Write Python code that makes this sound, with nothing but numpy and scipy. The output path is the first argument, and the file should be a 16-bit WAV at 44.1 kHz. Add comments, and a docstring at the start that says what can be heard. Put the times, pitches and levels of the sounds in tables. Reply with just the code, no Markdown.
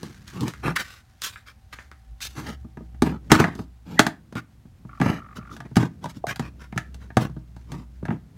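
"""A plastic box holding a car battery is shifted on a garage floor; its handle drops and its latches snap.
Each impact excites the modes of the hollow shell and the reverberation of the small room; heavy ones also
thud on the floor and may shove the box. Hands and plastic rub, the shell creaks by stick-slip friction,
plastic squeaks briefly and lid panels pop. At first, sandals scuff across the concrete towards the box.
Underneath lie a low machine hum, a soft rumble and rustle, and the steady air of the garage."""
import sys
import numpy as np
from scipy import signal
from scipy.fft import rfft, irfft, next_fast_len
from scipy.io import wavfile
from scipy.ndimage import uniform_filter1d

SR = 44100
rng = np.random.default_rng(int(sys.argv[2]) if len(sys.argv) > 2 else 0)


def output_pcm(signal):
    """Save a mono or channel-first signal as 16-bit PCM at the path in sys.argv[1].

    Samples are clipped to [-1, 1] before scaling.
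    """
    pcm = np.clip(np.atleast_2d(signal).T, -1, 1) * 32767
    wavfile.write(sys.argv[1], SR, np.round(pcm).astype(np.int16))


N = 369116
TIME = np.arange(N) / SR
AGE = np.arange(int(.4 * SR)) / SR  # time since an impact, s
ATTACK = int(.016 * SR)  # opening samples, which set the level of an impact

# The four registers of a contact, thump, body, clack and crisp edge: lower f/Hz, upper f/Hz.
# A contact's level is that of its thump; hardness is clack over thump, sharpness is edge over clack.
REGISTERS = [(90, 480), (480, 1050), (1050, 2600), (2600, 15500)]
# Hard blows on box, handle and latches: t/s, level/dB, hardness/dB, sharpness/dB
KNOCKS = [(2.771, -36.5, -12, -19), (2.945, -50.5, -10, -15), (3.021, -12.5, -13.5, -5),
          (3.067, -21, -20.5, -8.5), (3.304, -31, 3, -29), (3.317, -7, -3.5, -5), (3.4, -15.5, -7.5, -7.5),
          (3.441, -23, 2, -23.5), (3.552, -34, -19.5, 2.5), (3.59, -29.5, -15.5, -13.5),
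          (3.993, -12, 2, -6.5), (4.066, -21.5, -1, -8.5), (4.325, -39, -12, -7), (4.354, -28, -16, -5.5),
          (5, -19.5, -18.5, -12.5), (5.014, -17, -8, -17), (5.06, -21, -13, -25), (5.565, -50, 5.5, -6.5),
          (5.603, -39, -0.5, -14), (5.757, -36.5, 2.5, -5), (5.767, -10.5, -13.5, -6),
          (5.828, -20, -16, -16.5), (6.041, -37.5, -13.5, 6), (6.057, -32.5, -9, -7.5),
          (6.268, -34, -0.5, -6), (6.359, -46, 4, -1.5), (6.395, -23.5, -11, -6.5),
          (6.725, -34.5, -11, -17.5), (6.761, -25, -30, -4.5), (6.777, -39.5, 15, -12),
          (6.944, -49.5, -4.5, 2), (7.103, -44.5, -1, -29.5), (7.169, -13.5, -8.5, -9.5),
          (7.564, -42.5, -13, -6.5), (7.718, -37.5, -8, -1), (8.053, -36.5, -1.5, -15),
          (8.083, -22, -18, -26.5), (8.105, -23.5, -13.5, -28)]
# Spectrum of a hard contact: f/Hz, relative level/dB
CONTACT_SPECTRUM = [(80, -8.5), (150, 9.5), (380, -4.5), (520, -16.5), (800, -15), (1600, 10), (2600, -5),
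                    (4200, -2.5), (6500, -8), (9000, -11.5), (15000, -20.5)]
# Spectrum of sliding friction: f/Hz, relative level/dB
FRICTION_SPECTRUM = [(80, 7), (150, 15), (330, 7), (520, -12.5), (900, -8), (1550, 0.5), (2600, -7.5),
                     (4200, -8), (6400, -10.5), (8500, -17.5), (15000, -21.5)]


def undb(db):
    """Amplitude ratio of a level in decibels."""
    return 10 ** (np.asarray(db) / 20)


def unit(x, size=None):
    """Normalisation to rms 1, over the first samples if a size is given."""
    return x / np.sqrt(np.mean(x[:size] ** 2) + 1e-18)


def band(x, lo_hz, hi_hz, order=3):
    """Causal band-pass filter."""
    return signal.sosfilt(signal.butter(order, [lo_hz, hi_hz], "band", fs=SR, output="sos"), x)


def noise(spectrum, size):
    """Spectral shaping of white noise by rows of f/Hz, level/dB; the result has rms 1."""
    hz, db = np.transpose(spectrum)
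    n = next_fast_len(size)
    bin_hz = np.arange(n // 2 + 1) * SR / n
    gain = undb(np.interp(np.log(bin_hz + 1), np.log(hz), db))
    return unit(irfft(rfft(rng.standard_normal(n)) * gain, n)[:size])


def wander(rate_hz):
    """Random modulation: ramps between values drawn at the given rate, with rms near 1."""
    hold = max(int(SR / rate_hz), 1)
    held = np.repeat(rng.standard_normal(N // hold + 1), hold)
    return unit(uniform_filter1d(held, hold))[:N]


def decay(t60):
    """Exponential decay of a damped vibration, 60 dB in t60 seconds."""
    return np.exp(-np.log(1000) * AGE / np.maximum(t60, 1e-3))


def pulse(rise_s):
    """Transient envelope that swells to 1 at rise_s and dies away."""
    return (AGE / rise_s * np.exp(1 - AGE / rise_s)) ** 2


def add(out, start, x):
    """Superposition of a sound at its start time in seconds."""
    i = max(int(start * SR), 0)
    out[i:i + len(x)] += x[:max(N - i, 0)]


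def voiced(x, level, hardness, sharpness, body_db, size=None):
    """Band weighting of a contact; the body lies body_db from the midpoint of thump and clack."""
    levels = level + np.array([0, hardness / 2 + body_db, hardness, hardness + sharpness])
    return sum(undb(db) * unit(band(x, *edges), size) for db, edges in zip(levels, REGISTERS))


def heavy_blows(heavy_db=-20):
    """Blows above the threshold for moving the whole box: t/s, level/dB, hardness/dB."""
    return [(start, level, hardness) for start, level, hardness, _ in KNOCKS if level > heavy_db]


def air(level_db=-54):
    """Ambient noise: the air of the garage is stationary and broadband, strongest in the bass."""
    # Spectrum of the air: f/Hz, relative spectral density/dB
    air_spectrum = [(15, -43), (28, -12.5), (48, -2), (107, 2), (164, -15), (227, -12), (389, -30.5),
                    (523, -27), (762, -24), (848, -26.5), (1660, -32), (15500, -44.5)]
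    return undb(level_db) * noise(air_spectrum, N)


def hum(hum_hz=62.5, overtone_hz=121, waver=0.043, throb_db=3, whine_hz=768.5, whine_db=-71):
    """Amplitude and frequency modulation: a machine drone throbs and wavers under a faint whine."""
    # Drone, varying with the place in the room: t/s, level/dB
    drone_levels = [(0.0, -64), (0.72, -43.5), (1.02, -64.5), (1.7, -56.5), (2.2, -47.5), (2.9, -39),
                    (3.7, -52.5), (4.7, -57.5), (5.3, -47.5), (6.0, -56), (6.9, -42), (8.15, -45.5),
                    (8.37, -64)]

    def tone(hz, drift):
        cycles = np.cumsum(hz * (1 + drift * wander(6))) / SR
        return np.sqrt(2) * np.sin(2 * np.pi * cycles)

    db = np.interp(TIME, *np.transpose(drone_levels)) + throb_db * wander(12)
    drone = tone(hum_hz, waver) + undb(-13 + 3 * wander(3)) * tone(overtone_hz, waver)
    nearness = 1 / (1 + ((TIME - 2.5) / 1.3) ** 2)  # the whine is loudest beside the box, at 2.5 s
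    return undb(db) * drone + undb(whine_db) * tone(whine_hz, drift=0.004) * nearness


def handling(rumble_db=-2, rustle_db=-4, flutter_db=3, grain_db=3):
    """Structure-borne and friction noise: a hand rumbles on the phone and clothes rustle softly."""
    # Handling envelopes: t/s, relative rumble level/dB, relative rustle level/dB
    handling_levels = [(0.0, -53, -52), (0.7, -46, -53), (1.02, -80, -63), (3.079, -57, -69.5),
                       (3.5, -40.5, -59.5), (3.66, -61, -73), (4.8, -55.5, -70.5), (5.169, -47.5, -62),
                       (8.37, -49.5, -68.5)]
    times, low_db, high_db = np.transpose(handling_levels)
    rumble = band(rng.standard_normal(N), 84, 220, order=2) * undb(flutter_db * wander(7.4))
    rustle = band(noise(FRICTION_SPECTRUM, N), 700, 15000, order=2)
    rustle *= undb(flutter_db * wander(22) + grain_db * wander(450))
    return (unit(rumble) * undb(np.interp(TIME, times, low_db) + rumble_db)
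            + unit(rustle) * undb(np.interp(TIME, times, high_db) + rustle_db))


def garage(x, room_db=-13, low_t60=0.3, mid_t60=0.22, high_t60=0.17, build_s=0.0038):
    """Reverberation: bare walls return a short diffuse tail that dies sooner in the treble."""
    white = rng.standard_normal(len(AGE))
    tail = (band(white, 88, 500) * decay(low_t60)
            + band(white, 350, 3000) * decay(mid_t60)
            + band(white, 3000, 18000) * decay(high_t60))
    tail *= 1 - np.exp(-(AGE / build_s) ** 2)
    return undb(room_db) * signal.fftconvolve(x, tail / np.linalg.norm(tail))[:N]


def steps(grit_t60=0.007, sole_t60=0.12, sole_db=-13, body_db=-3):
    """Damped impact: grit snaps under a sole, which gives a short dead tap."""
    # Sandals and grit on concrete: t/s, level/dB, hardness/dB, sharpness/dB
    taps = [(0.031, -33.5, -11.5, 0.5), (0.279, -64.5, 4, 13), (0.408, -36.5, -16, 12.5),
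            (0.481, -45.5, 5.5, 2), (0.537, -58, 15.5, -11), (0.681, -22, -10.5, -15),
            (0.762, -54, 28, -8.5), (1.219, -63, 25.5, 3.5), (1.359, -65.5, 24, -31),
            (1.728, -58.5, 15, -10), (1.787, -54, 12, -30), (1.915, -56, 9, -12), (2.205, -67.5, 21, -6),
            (2.38, -46.5, 0.5, -22)]
    out = np.zeros(N)
    envelope = decay(grit_t60) + undb(sole_db) * decay(sole_t60)
    for start, *contact in taps:
        tap = noise(CONTACT_SPECTRUM, len(AGE)) * envelope
        add(out, start, voiced(tap, *contact, body_db, ATTACK))
    return out


def scrapes(grain_db=2, grain_hz=900, slip_db=2, slip_hz=110, patch_t60=0.028, patch_db=1):
    """Sliding friction: surfaces catch and slip as pressure rises and falls; each rubbed patch rings."""
    # Soles, hands and plastic sliding: peak t/s, duration/s, level/dB, hardness/dB, sharpness/dB
    rubs = [(0.045, 0.18, -43.5, -23, -4), (0.379, 0.17, -37.5, -15, -4.5),
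            (0.435, 0.097, -27.5, -23.5, -3), (0.474, 0.08, -40.5, -3, -8), (0.664, 0.11, -29, -4, -14),
            (0.763, 0.024, -55.5, 30.5, -7.5), (0.8, 0.056, -46.5, 13.5, -4.5),
            (0.862, 0.29, -70, 19.5, -3.5), (1.246, 0.099, -66.5, 29, 3), (1.302, 0.23, -66.5, 9.5, 2),
            (1.482, 0.071, -72, 22.5, -6.5), (1.733, 0.026, -57.5, 14, -4.5),
            (1.775, 0.21, -68, 10.5, -5.5), (2.234, 0.085, -67, 25, 6), (2.313, 0.42, -68.5, 6, 3.5),
            (2.389, 0.13, -38.5, -8, -5), (2.481, 0.14, -39, -4.5, -6), (3.129, 0.091, -33, -19, -15),
            (3.332, 0.098, -23, -2, -10), (3.401, 0.088, -22.5, -3, -14.5), (3.474, 0.17, -38.5, -7, -16),
            (3.596, 0.093, -39.5, -22, 3), (3.932, 0.24, -39.5, -17, -3), (4.371, 0.06, -40, 3.5, -12.5),
            (5.078, 0.22, -30, -7, -13.5), (5.369, 0.044, -46, -2.5, -2.5), (5.532, 0.092, -44, -14.5, 1),
            (5.656, 0.036, -41.5, -14.5, -17), (6.041, 0.084, -42, -12.5, -7.5),
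            (6.097, 0.045, -55.5, 4, 0), (6.169, 0.048, -39, -36, 15.5), (6.292, 0.051, -46.5, 14, -10),
            (6.311, 0.042, -40, 3, -9.5), (6.438, 0.11, -45, -4, -10), (6.622, 0.091, -56, 4.5, -9.5),
            (6.779, 0.055, -46.5, -6, -8), (7.029, 0.094, -58, -0.5, -8), (7.22, 0.072, -40, -20, 12),
            (7.743, 0.2, -39, -18, -6), (8.122, 0.087, -33.5, -22.5, -12)]
    rise_share, slide_s, blunt_db = 0.38, .12, -4.5
    # Heavy, blunt blows shove the box, adding rows of the same form.
    slides = [(start + rise_share * slide_s, slide_s, level - 18.5, -11, -9.5)
              for start, level, hardness in heavy_blows() if hardness < blunt_db]
    friction = noise(FRICTION_SPECTRUM, N)
    friction *= undb(grain_db * wander(grain_hz) + slip_db * wander(slip_hz))
    out = np.zeros(N)
    for peak, duration, *contact in rubs + slides:
        start = peak - rise_share * duration
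        during = slice(*np.searchsorted(TIME, [start, start + duration]))
        pressure = np.interp(TIME[during], [start, peak, start + duration], [0, 1, 0])
        rub = friction[during] * pressure ** 1.12
        patch = band(rng.standard_normal(ATTACK), 990, 16000) * decay(patch_t60)[:ATTACK]
        ring = signal.fftconvolve(rub, patch / np.linalg.norm(patch))[:len(rub)]
        add(out, start, voiced(rub + undb(patch_db) * ring, *contact, body_db=-4))
    return out


def creak(start_s=4.89, end_s=5.52, level_db=-47.5, slip_hz=50, jitter=0.14, buzz_db=-15):
    """Stick-slip under load: nearly periodic slips ring one panel and buzz through the shell."""
    force = np.zeros(N)
    slip = pulse(rise_s=.0045)
    slip_time = start_s
    for gap_deviation, slip_db in rng.standard_normal((64, 2)):
        if slip_time < end_s:
            add(force, slip_time, undb(slip_db) * slip)
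        slip_time += (1 + jitter * gap_deviation) / slip_hz
    force *= rng.standard_normal(N)
    shell = band(force, 1120, 1400) + undb(buzz_db) * band(force, 600, 2100, order=4)
    return undb(level_db) * shell / np.std(shell[(TIME > start_s) & (TIME < end_s)])


def squeak(drop_s=3.993, hz=1850, peak_db=-15, rise_s=0.0064, waver=.05):
    """Friction-excited oscillation: rubbing plastic swells to a chirp, cut off as the handle drops."""
    cycles = np.cumsum(hz * (1 + waver * wander(300))) / SR
    growth = np.exp(-abs(TIME - drop_s) / rise_s) * (TIME < drop_s)
    return undb(peak_db) * np.sin(2 * np.pi * cycles) * growth


def pops(rise_s=0.0029):
    """Snap-through buckling: a lid panel flips over and rings for a few cycles with a hollow pop."""
    # Panel flips: t/s, f/Hz, level/dB
    flips = [(6.042, 976, -25), (6.057, 903, -24), (6.24, 693, -16), (7.169, 723, -7.5)]
    partials = (1, 0), (.62, -8), (1.55, -17)  # frequency ratio, relative level/dB
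    out = np.zeros(N)
    for start, hz, level in flips:
        ring = sum(undb(db) * np.sin(2 * np.pi * ratio * hz * AGE) for ratio, db in partials)
        add(out, start, undb(level) * ring * pulse(rise_s))
    return out


def thuds():
    """Free vibration: the weight of the battery lands on the floor and shakes the bottom of the box."""
    # Modes of the thud: f/Hz, level relative to the blow/dB, t60/s
    thud_modes = [(56, -19.5, 0.11), (115, -11, .16)]
    thud = sum(undb(db) * np.sin(2 * np.pi * hz * AGE) * decay(t60) for hz, db, t60 in thud_modes)
    out = np.zeros(N)
    for start, level, _ in heavy_blows():
        add(out, start, undb(level) * thud)
    return out


def knocks(crack_t60=0.031, crack_db=3, shell_t60=.085, shell_db=-8, mode_db=-6,
           spot_octaves=.8, scatter_db=1.8, detune=0.013, body_db=-2):
    """Modal response to impact: a contact cracks, then a few strong modes ring among many weak ones."""
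    # Modes of the plastic shell: f/Hz, relative level/dB, t60/s
    shell_modes = [(125, 6, 0.22), (167.3, 3, 0.081), (217, 1, 0.091), (256, -1.5, 0.13), (318.6, 0, 0.13),
                   (373, -5.5, 0.037), (420, 3, 0.06), (634, -3.5, 0.079), (702, -0.5, 0.084),
                   (812, 5.5, 0.033), (925, -9, 0.14), (1120, -15, 0.03), (1214, -8.5, 0.046),
                   (1223, -7, 0.099), (1504, -11, 0.069), (1575, -1.5, 0.045), (1684, -2.5, 0.057),
                   (1957, -6.5, 0.074), (2230, -16.5, 0.043), (2670, -9.5, 0.052), (3340, -12, 0.081),
                   (3900, -19.5, 0.06), (4600, -15, 0.013), (6300, -5, 0.046)]
    # Soft, dull bumps against the shell: t/s, level/dB
    bumps = [(2.646, -37.5), (2.807, -39), (4.654, -43.5), (4.85, -36), (5.384, -34), (5.714, -36),
             (7.296, -33.5), (7.365, -31), (8.028, -29)]
    # The hands move from handle to lid edge, favouring lower modes: t/s, f/Hz favoured by a 0 dB blow
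    strike_spots = [(3.0, 335.5), (4.2, 305.5), (5.0, 233.5), (8.3, 235.5)]
    hz, db, t60 = np.transpose(shell_modes)
    is_thump = hz < REGISTERS[0][1]
    soft_blows = [(start, level, -29.5, -13) for start, level in bumps]  # columns as in KNOCKS
    out = np.zeros(N)
    for start, level, hardness, sharpness in KNOCKS + soft_blows:
        # Stronger blows favour higher wall modes; harder ones ring for less time.
        spot_hz = np.interp(start, *np.transpose(strike_spots)) * 2 ** (level / 67.5)
        ring_scale = min(2 ** (-hardness / 28), 1)
        coupling = np.where(is_thump, np.exp(-(np.log2(hz / spot_hz) / spot_octaves) ** 2), 1)
        gain = undb(db + scatter_db * rng.standard_normal(len(hz))) * coupling
        gain *= rng.choice([-1, 1], len(hz))
        mode_hz = hz * (1 + detune * rng.standard_normal(len(hz)))
        modes = gain @ (np.sin(2 * np.pi * mode_hz[:, None] * AGE) * decay(ring_scale * t60[:, None]))
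        # Noise stands for the crack and the dense weak modes.
        envelope = undb(crack_db) * decay(crack_t60) + undb(shell_db) * decay(ring_scale * shell_t60)
        blow = undb(mode_db) * modes + noise(CONTACT_SPECTRUM, len(AGE)) * envelope
        add(out, start, voiced(blow, level, hardness, sharpness, body_db, ATTACK))
    return out


def scene():
    """Direct and reverberant sound: box close by, feet further off and more reverberant, over the hum."""
    box = knocks() + creak() + squeak() + pops()
    feet, sliding = steps(), scrapes()
    walls = garage(box + undb(3.5) * feet + undb(-5) * sliding)
    return (box + thuds() + feet + sliding + walls + hum() + handling() + air())[None]


def record(dry, cutoff_hz=16000):
    """Overload and band limiting: the hardest snaps clip, and a steep low-pass cuts the top."""
    low_pass = signal.ellip(10, .2, 70, cutoff_hz, fs=SR, output="sos")
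    return signal.sosfilt(low_pass, np.clip(dry, -1, 1))


dry = scene()
out = record(dry)
output_pcm(out)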